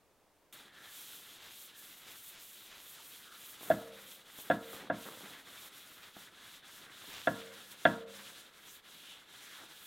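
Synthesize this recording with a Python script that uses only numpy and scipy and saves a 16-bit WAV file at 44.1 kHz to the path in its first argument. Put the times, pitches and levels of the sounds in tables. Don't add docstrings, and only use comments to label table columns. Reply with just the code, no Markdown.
import sys
import numpy as np
from scipy import signal
from scipy.fft import rfft, irfft, next_fast_len
from scipy.io import wavfile

SR = 44100
rng = np.random.default_rng(int(sys.argv[2]) if len(sys.argv) > 2 else 0)


def digitize_waveform(pressure):
    field = np.atleast_2d(pressure).T
    bounded = np.clip(field, -1, 1)
    quanta = np.round(bounded * 32767).astype(np.int16)
    wavfile.write(sys.argv[1], SR, quanta)


N = 434826
RUB_START_S = 0.526

# f/Hz, relative level/dB
RACK_SPECTRUM = [(50, -39), (130, -8), (260, 0.5), (620, -5), (850, -6.5), (1500, -7.5), (2500, -27),
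                 (8000, -34)]


def amp(db):
    return 10 ** (np.asarray(db) / 20)


def unit(x):
    return x / np.sqrt(np.mean(x ** 2) + 1e-20)


def curve(rows, column):
    rows = np.asarray(rows)
    return np.interp(np.arange(N) / SR, rows[:, 0], rows[:, column])


def read(rows, hz, column=1):
    rows = np.asarray(rows)
    return np.interp(np.log(hz + 1), np.log(rows[:, 0]), rows[:, column])


def colour(x, spectrum):
    size = next_fast_len(N)
    gain = amp(read(spectrum, np.fft.rfftfreq(size, 1 / SR)))
    return unit(irfft(rfft(x, size) * gain, size)[..., :N])


def wander(per_s, count=N):
    place = np.arange(count) / SR * per_s
    steps = rng.standard_normal(count)
    return unit(np.interp(place, np.arange(count), steps))


def shop_air(level_db=-70.5):
    # f/Hz, relative level/dB
    shop_spectrum = [(25, -11), (200, -10), (400, -6), (560, -6.5), (950, -10), (2000, -17.5),
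                     (5000, -23.5), (15500, -27)]
    return amp(level_db) * colour(rng.standard_normal(N), shop_spectrum)


def microphone_noise(level_db=-79.5):
    spectrum = [(25, 0), (200, -11), (700, -16), (2000, -23)]  # f/Hz, relative level/dB
    return amp(level_db) * colour(rng.standard_normal(N), spectrum)


def strokes():
    # turn t/s, hiss at turn/dB, share of stroke speeding up, hiss at full speed/dB,
    # fizz over hiss/dB, drag/dB (levels nominal)
    stroke_rows = [(0.49, -45.5, 0.19, -60, 3, -60), (0.715, -77.5, 0.36, -57.5, -2, -60),
                   (1.399, -64.5, 0.8, -59, 14, -66.5), (1.723, -64.5, 0.2, -61.5, 3.5, -66.5),
                   (2.053, -61, 0.75, -62.5, 14, -64), (2.372, -61, 0.15, -62, 6.5, -69.5),
                   (2.733, -63.5, 0.72, -62.5, 13, -68), (2.988, -54.5, 0.3, -62, 6, -64.5),
                   (3.302, -60.5, 0.74, -60.5, 10, -64.5), (3.577, -58.5, 0.16, -59.5, 6.5, -61),
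                   (3.911, -64.5, 0.72, -61.5, 11, -62), (4.239, -66, 0.46, -60.5, 2.5, -65.5),
                   (4.587, -62.5, 0.48, -60, 11.5, -59), (4.909, -82.5, 0.21, -58.5, -0.5, -59),
                   (5.437, -62.5, 0.94, -58, 10, -60.5), (5.702, -62.5, 0.11, -61.5, 0.5, -59.5),
                   (6.128, -67, 0.57, -59.5, 14, -63), (6.309, -70.5, 0.78, -60, -13, -61.5),
                   (6.617, -75, 0.54, -58.5, -3, -67), (6.893, -66, 0.36, -57, -1, -59),
                   (7.51, -60.5, 0.85, -59, 0, -61.5), (7.763, -61, 0.34, -57.5, 0.5, -61.5),
                   (8.059, -91, 0.24, -55.5, -18, -59), (8.516, -69, 0.79, -61.5, 3, -63.5),
                   (8.816, -75, 0.35, -60, 5.5, -63.5), (9.254, -72, 0.42, -59, -21, -65),
                   (9.677, -61.0, 0.65, -61.5, 5, -62.5)]
    last_turn_s = 9.95
    arch = 0.73
    halt_depth_db, halt_s = 4, 0.021
    slow_fizz_db, slow_drag_db = -18, 3
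    stall_db, stall_share = -63, 0.48

    t = np.arange(N) / SR
    turn_s, turn_db, rise, full_db = np.transpose(stroke_rows)[:4]
    edges = np.append(turn_s, last_turn_s)
    k = np.clip(np.searchsorted(turn_s, t) - 1, 0, len(turn_s) - 1)
    since = np.maximum(t - edges[k], 0)
    until = edges[k + 1] - t
    done = since / (since + until)
    rise = np.clip(rise, .03, .97)[k]
    speed = np.minimum(done / rise, (1 - done) / (1 - rise)) ** arch

    slowest = amp(np.append(turn_db, turn_db[-1]))[k + (done >= rise)]
    hiss_db = 20 * np.log10(slowest + (amp(full_db)[k] - slowest) * speed)
    fizz_db = hiss_db + curve(stroke_rows, 4) + slow_fizz_db * (1 - speed)
    stall = stall_share * np.minimum(hiss_db - stall_db, 0)
    drag_db = curve(stroke_rows, 5) + slow_drag_db * (1 - speed) + stall
    halt_db = halt_depth_db * np.exp(-(np.minimum(since, until) / halt_s) ** 2)
    return hiss_db, fizz_db, drag_db, halt_db


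def friction(snag_db, judder_db, snags_per_s=900, judder_per_s=50):
    slips = rng.standard_normal(N)
    snags = rng.laplace(size=N) * (rng.random(N) < snags_per_s / SR)
    grip = amp(judder_db * wander(judder_per_s))
    return (slips + amp(snag_db) * unit(snags)) * grip


def cloth(hiss_db, fizz_db, drag_db, halt_db, uneven_db=0.8, uneven_per_s=18):
    # f/Hz, relative level/dB
    hiss_spectrum = [(1000, -17), (2500, -9), (4000, -2.5), (7000, -1.5), (9000, -3), (12000, -5),
                     (16000, -11)]
    fizz_spectrum = [(4000, -20), (7000, -4), (10000, -2), (12500, 1.5), (14500, 1), (16000, -5)]
    rasp_spectrum = [(1200, -29), (2200, -9.5), (2750, -5), (3400, 0.5), (3850, -1.5), (4300, -7.5),
                     (4900, -15.5), (8000, -26.5)]
    wood_spectrum = [(40, -18), (130, -2.5), (330, -8), (650, -9), (900, -4.5), (1400, 3), (1750, 1),
                     (2100, 1), (3000, -12), (9000, -48)]

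    press = amp(uneven_db * wander(uneven_per_s) - halt_db)
    hiss = colour(friction(snag_db=-11.5, judder_db=1.2), hiss_spectrum) * amp(hiss_db + 0.23)
    fizz = colour(friction(snag_db=-26, judder_db=1.0), fizz_spectrum) * amp(fizz_db + 1.1)
    rasp_db = -58.5 + 0.5 * (hiss_db - hiss_db.mean()) + 0.26 * (drag_db - drag_db.mean())
    rasp = colour(friction(snag_db=-13.5, judder_db=1.55), rasp_spectrum) * amp(rasp_db)
    wood = colour(friction(snag_db=-5.0, judder_db=2.5), wood_spectrum) * amp(drag_db - 0.56)
    shudder = colour(friction(snag_db=-5.5, judder_db=2.0), RACK_SPECTRUM) * amp(drag_db - 7.5)
    rubbing = np.arange(N) / SR > RUB_START_S
    return (hiss + fizz + rasp + wood + shudder) * press * rubbing


def board_ring(low_db, high_db, rise_cycles=2.03):
    # nominal f/Hz, relative level/dB, t60/s
    board_modes = [(79.5, -27, 0.22), (118.5, -22, 0.23), (163.5, -16, 0.23), (203, -20.5, 0.25),
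                   (228.5, -19, 0.3), (254.8, -18, 0.21), (280.8, -9, 0.1), (330, -19.5, 0.24),
                   (539, -10.5, 0.091), (618, -15, 0.16), (660.4, -3.5, 0.1), (700.3, -13.5, 0.16),
                   (955, -23, 0.18), (1090, -23, 0.17), (1290, -29, 0.3), (1405, -10, 0.071),
                   (1594, -5.5, 0.036), (1685, -8.5, 0.066), (1932, -22.5, 0.13), (2036, -21.5, 0.076),
                   (2725, -19.5, 0.038), (3442, -5.5, 0.012)]
    t = np.arange(SR // 3) / SR
    ring = np.zeros(len(t))
    scatter = rng.standard_normal((len(board_modes), 2))
    for (hz, db, t60_s), (detune, share) in zip(board_modes, scatter):
        high = np.clip(np.log2(hz / 700), 0, 1)
        hz = hz * (1 + .007 * detune)
        db = db + 1.2 * share + low_db + (high_db - low_db) * high
        onset = 1 - np.exp(-t * hz / rise_cycles)
        ring += amp(db - 60 * t / t60_s) * np.sin(2 * np.pi * hz * t) * onset
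    return np.pad(ring, (0, SR - len(ring)))


def singing_board(drag_db):
    bunched_s, flat_db, bunched_db = 6.15, -14.5, -7
    ring = unit(signal.fftconvolve(rng.standard_normal(N), board_ring(-30, 0))[:N])
    t = np.arange(N) / SR
    sing_db = np.where(t < bunched_s, flat_db, bunched_db)
    return ring * amp(drag_db + sing_db) * (t > RUB_START_S)


def squeaks():
    squeak_rows = [(0.819, 0.12, 1720, 160, -62.5, -4), (1.767, 0.054, 1707, 99.5, -64, 0),
                   (2.987, 0.024, 1305, 202, -62, -22000), (3.316, 0.057, 1436, 198.4, -58, 2),
                   (7.088, 0.016, 299, 110.3, -58, -6000), (8.697, 0.025, 6700, 1100, -58, -2),
                   (8.961, 0.014, 235, 46.2, -60, -1.5), (9.102, 0.1, 3200, 505, -57, 3),
                   (9.548, 0.11, 1658, 449.4, -56.5, -4000), (9.635, 0.038, 515, 231, -62, -5000)]
    out, t = np.zeros(N + SR), np.arange(SR) / SR - .5
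    for s, half_s, hz, width_hz, db, glide in squeak_rows:
        phase = 2 * np.pi * (hz + glide * t / 2) * t
        hoarse = wander(3 * width_hz, count=SR) * np.cos(phase)
        hoarse += wander(3 * width_hz, count=SR) * np.sin(phase)
        swell = np.exp(-np.minimum((t / half_s) ** 2, 20))
        start = round((s - .5) * SR)
        out[start:start + SR] += amp(db) * swell * hoarse
    return out[:N]


def scuffs():
    scuff_rows = [(1.455, 0.09, -54.5), (2.095, 0.065, -56), (2.376, 0.068, -57), (2.748, 0.084, -56.5),
                  (4.77, 0.04, -58), (6.043, 0.022, -54), (7.156, 0.074, -50)]
    # f/Hz, relative level/dB
    scuff_spectrum = [(300, -8), (1600, -2), (3600, -1), (4800, -7.5), (7500, -11.5), (12000, -34)]
    t = np.arange(N) / SR
    patches = np.zeros(N)
    for s, half_s, db in scuff_rows:
        patches += amp(db) * np.exp(-np.minimum(((t - s) / half_s) ** 2, 20))
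    ticks = friction(snag_db=-4.5, judder_db=-1, snags_per_s=500)
    return colour(ticks, scuff_spectrum) * patches


def rattles(contacts_per_s=900):
    rattle_rows = [(3.609, -51, 0.19), (4.388, -56.5, 0.077), (4.731, -44, 0.0071), (4.746, -44, 0.0054),
                   (4.765, -48, 0.0051), (4.793, -51.5, 0.097), (5.056, -51.5, 0.1), (5.203, -54, 0.094),
                   (6.167, -48, 0.007), (7.036, -50, 0.01)]
    contacts = rng.standard_normal(N) * (rng.random(N) < contacts_per_s / SR)
    t = np.arange(N) / SR
    flurries = np.zeros(N)
    for s, db, decay_s in rattle_rows:
        flurries += amp(db) * (t >= s) * np.exp(-np.minimum(abs(t - s) / decay_s, 20))
    return colour(contacts, RACK_SPECTRUM) * flurries


def knocks(slap_low_db=-17, chatter_s=0.01):
    # slap/dB, chatter/dB, hum/dB (levels before the high-pass)
    knock_rows = [(3.7016, -10.5, -26, 3000, -18, -51.5, -3.5), (4.5002, -10, -20, 3600, -14.5, -47, -3.5),
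                  (4.8995, -14.5, -17, 1400, -27, -66, -11.5), (7.272, -12, -14.5, 3130, -24, -54, -3.5),
                  (7.8527, -8, -8.5, 3630, -16.5, -45, 1)]
    # f/Hz, relative level/dB, t60/s, beat f/Hz
    hum_modes = [(200, -50.5, 1.2, 1.6), (458, -36.5, 0.84, 3.16), (552, -52, 1.33, 1.6)]
    # f/Hz, relative level/dB
    chatter_spectrum = [(900, -18), (1900, -2), (3600, -5), (4600, -17), (8000, -35)]
    slap_delay_s, slap_hz = 0.01, 1720
    seat_s, seat_fade_s, seat_db = 0.017, 0.0033, -8
    radiate_hz = 72

    sound, t = np.zeros(N + SR), np.arange(SR) / SR
    seat = amp(seat_db * (1 + np.tanh((t - seat_s) / seat_fade_s)) / 2)
    hum = np.zeros(SR)
    for hz, db, t60_s, beat_hz in hum_modes:
        beat = np.sin(np.pi * beat_hz * t)
        hum += amp(db - 60 * t / t60_s) * np.sin(2 * np.pi * hz * t) * beat
    wires = colour(rng.standard_normal(N), chatter_spectrum)
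    burst = np.exp(-np.minimum(((t - seat_s) / chatter_s) ** 2, 20))
    for s, low_db, high_db, corner_hz, slap_db, chatter_db, hum_db in knock_rows:
        start, flat = round(s * SR), round((s + slap_delay_s) * SR)
        edge = signal.lfilter(*signal.butter(2, corner_hz, fs=SR), board_ring(low_db, high_db)) * seat
        chatter = amp(chatter_db) * wires[start:start + SR] * burst
        sound[start:start + SR] += edge + chatter + amp(hum_db) * hum
        slap = board_ring(slap_db + slap_low_db, slap_db)
        sound[flat:flat + SR] += signal.lfilter(*signal.butter(2, slap_hz, fs=SR), slap)
    radiate = signal.butter(3, radiate_hz, "highpass", fs=SR, output="sos")
    return signal.sosfilt(radiate, sound[:N])


def room(x, echo_s=0.0096, echo_db=-14, gap_s=0.015, build_s=0.0067):
    # f/Hz, tail energy before the gap and build-up/dB, t60/s
    room_bands = [(73.4, -2, 0.79), (111, -16, 0.4), (215, 4.5, 0.2), (333, -8, 0.36), (513, -12.5, 1.4),
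                  (643, -11, 0.26), (1220, -5.5, 0.55), (1640, -12, 0.29), (12100, -19, .2)]
    taps = rng.choice([-1., 1.], SR) * (rng.random(SR) < 4000 / SR)
    hz, t, z = signal.stft(taps, SR, nperseg=512)
    t60_s = read(room_bands, hz, column=2)[:, None]
    decay = amp(read(room_bands, hz)[:, None] - 60 * t / t60_s)
    shape = decay * np.sqrt(2 * np.log(1000) / t60_s)
    tail = signal.istft(z * shape, SR, nperseg=512)[1][:SR] / np.linalg.norm(taps)
    tail = tail * np.clip((np.arange(SR) / SR - gap_s) / build_s, 0, 1)
    tail[round(echo_s * SR)] += amp(echo_db)
    return signal.fftconvolve(x, tail)[:N]


def scene():
    hiss_db, fizz_db, drag_db, halt_db = strokes()
    rub = cloth(hiss_db, fizz_db, drag_db, halt_db)
    rub += singing_board(drag_db - halt_db) + squeaks() + scuffs()
    hits = knocks() + rattles()
    middle = rub + hits + room(hits + amp(-5.5) * rub) + shop_air()
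    side = microphone_noise() - amp(-32.5) * hits
    return np.array([middle + side, middle - side])


def record(dry):
    cut_hz = 16040
    taps = signal.firwin(511, cut_hz, window=("kaiser", 9), fs=SR)
    return signal.oaconvolve(dry, taps[None], "same")


dry = scene()
out = record(dry)
digitize_waveform(out)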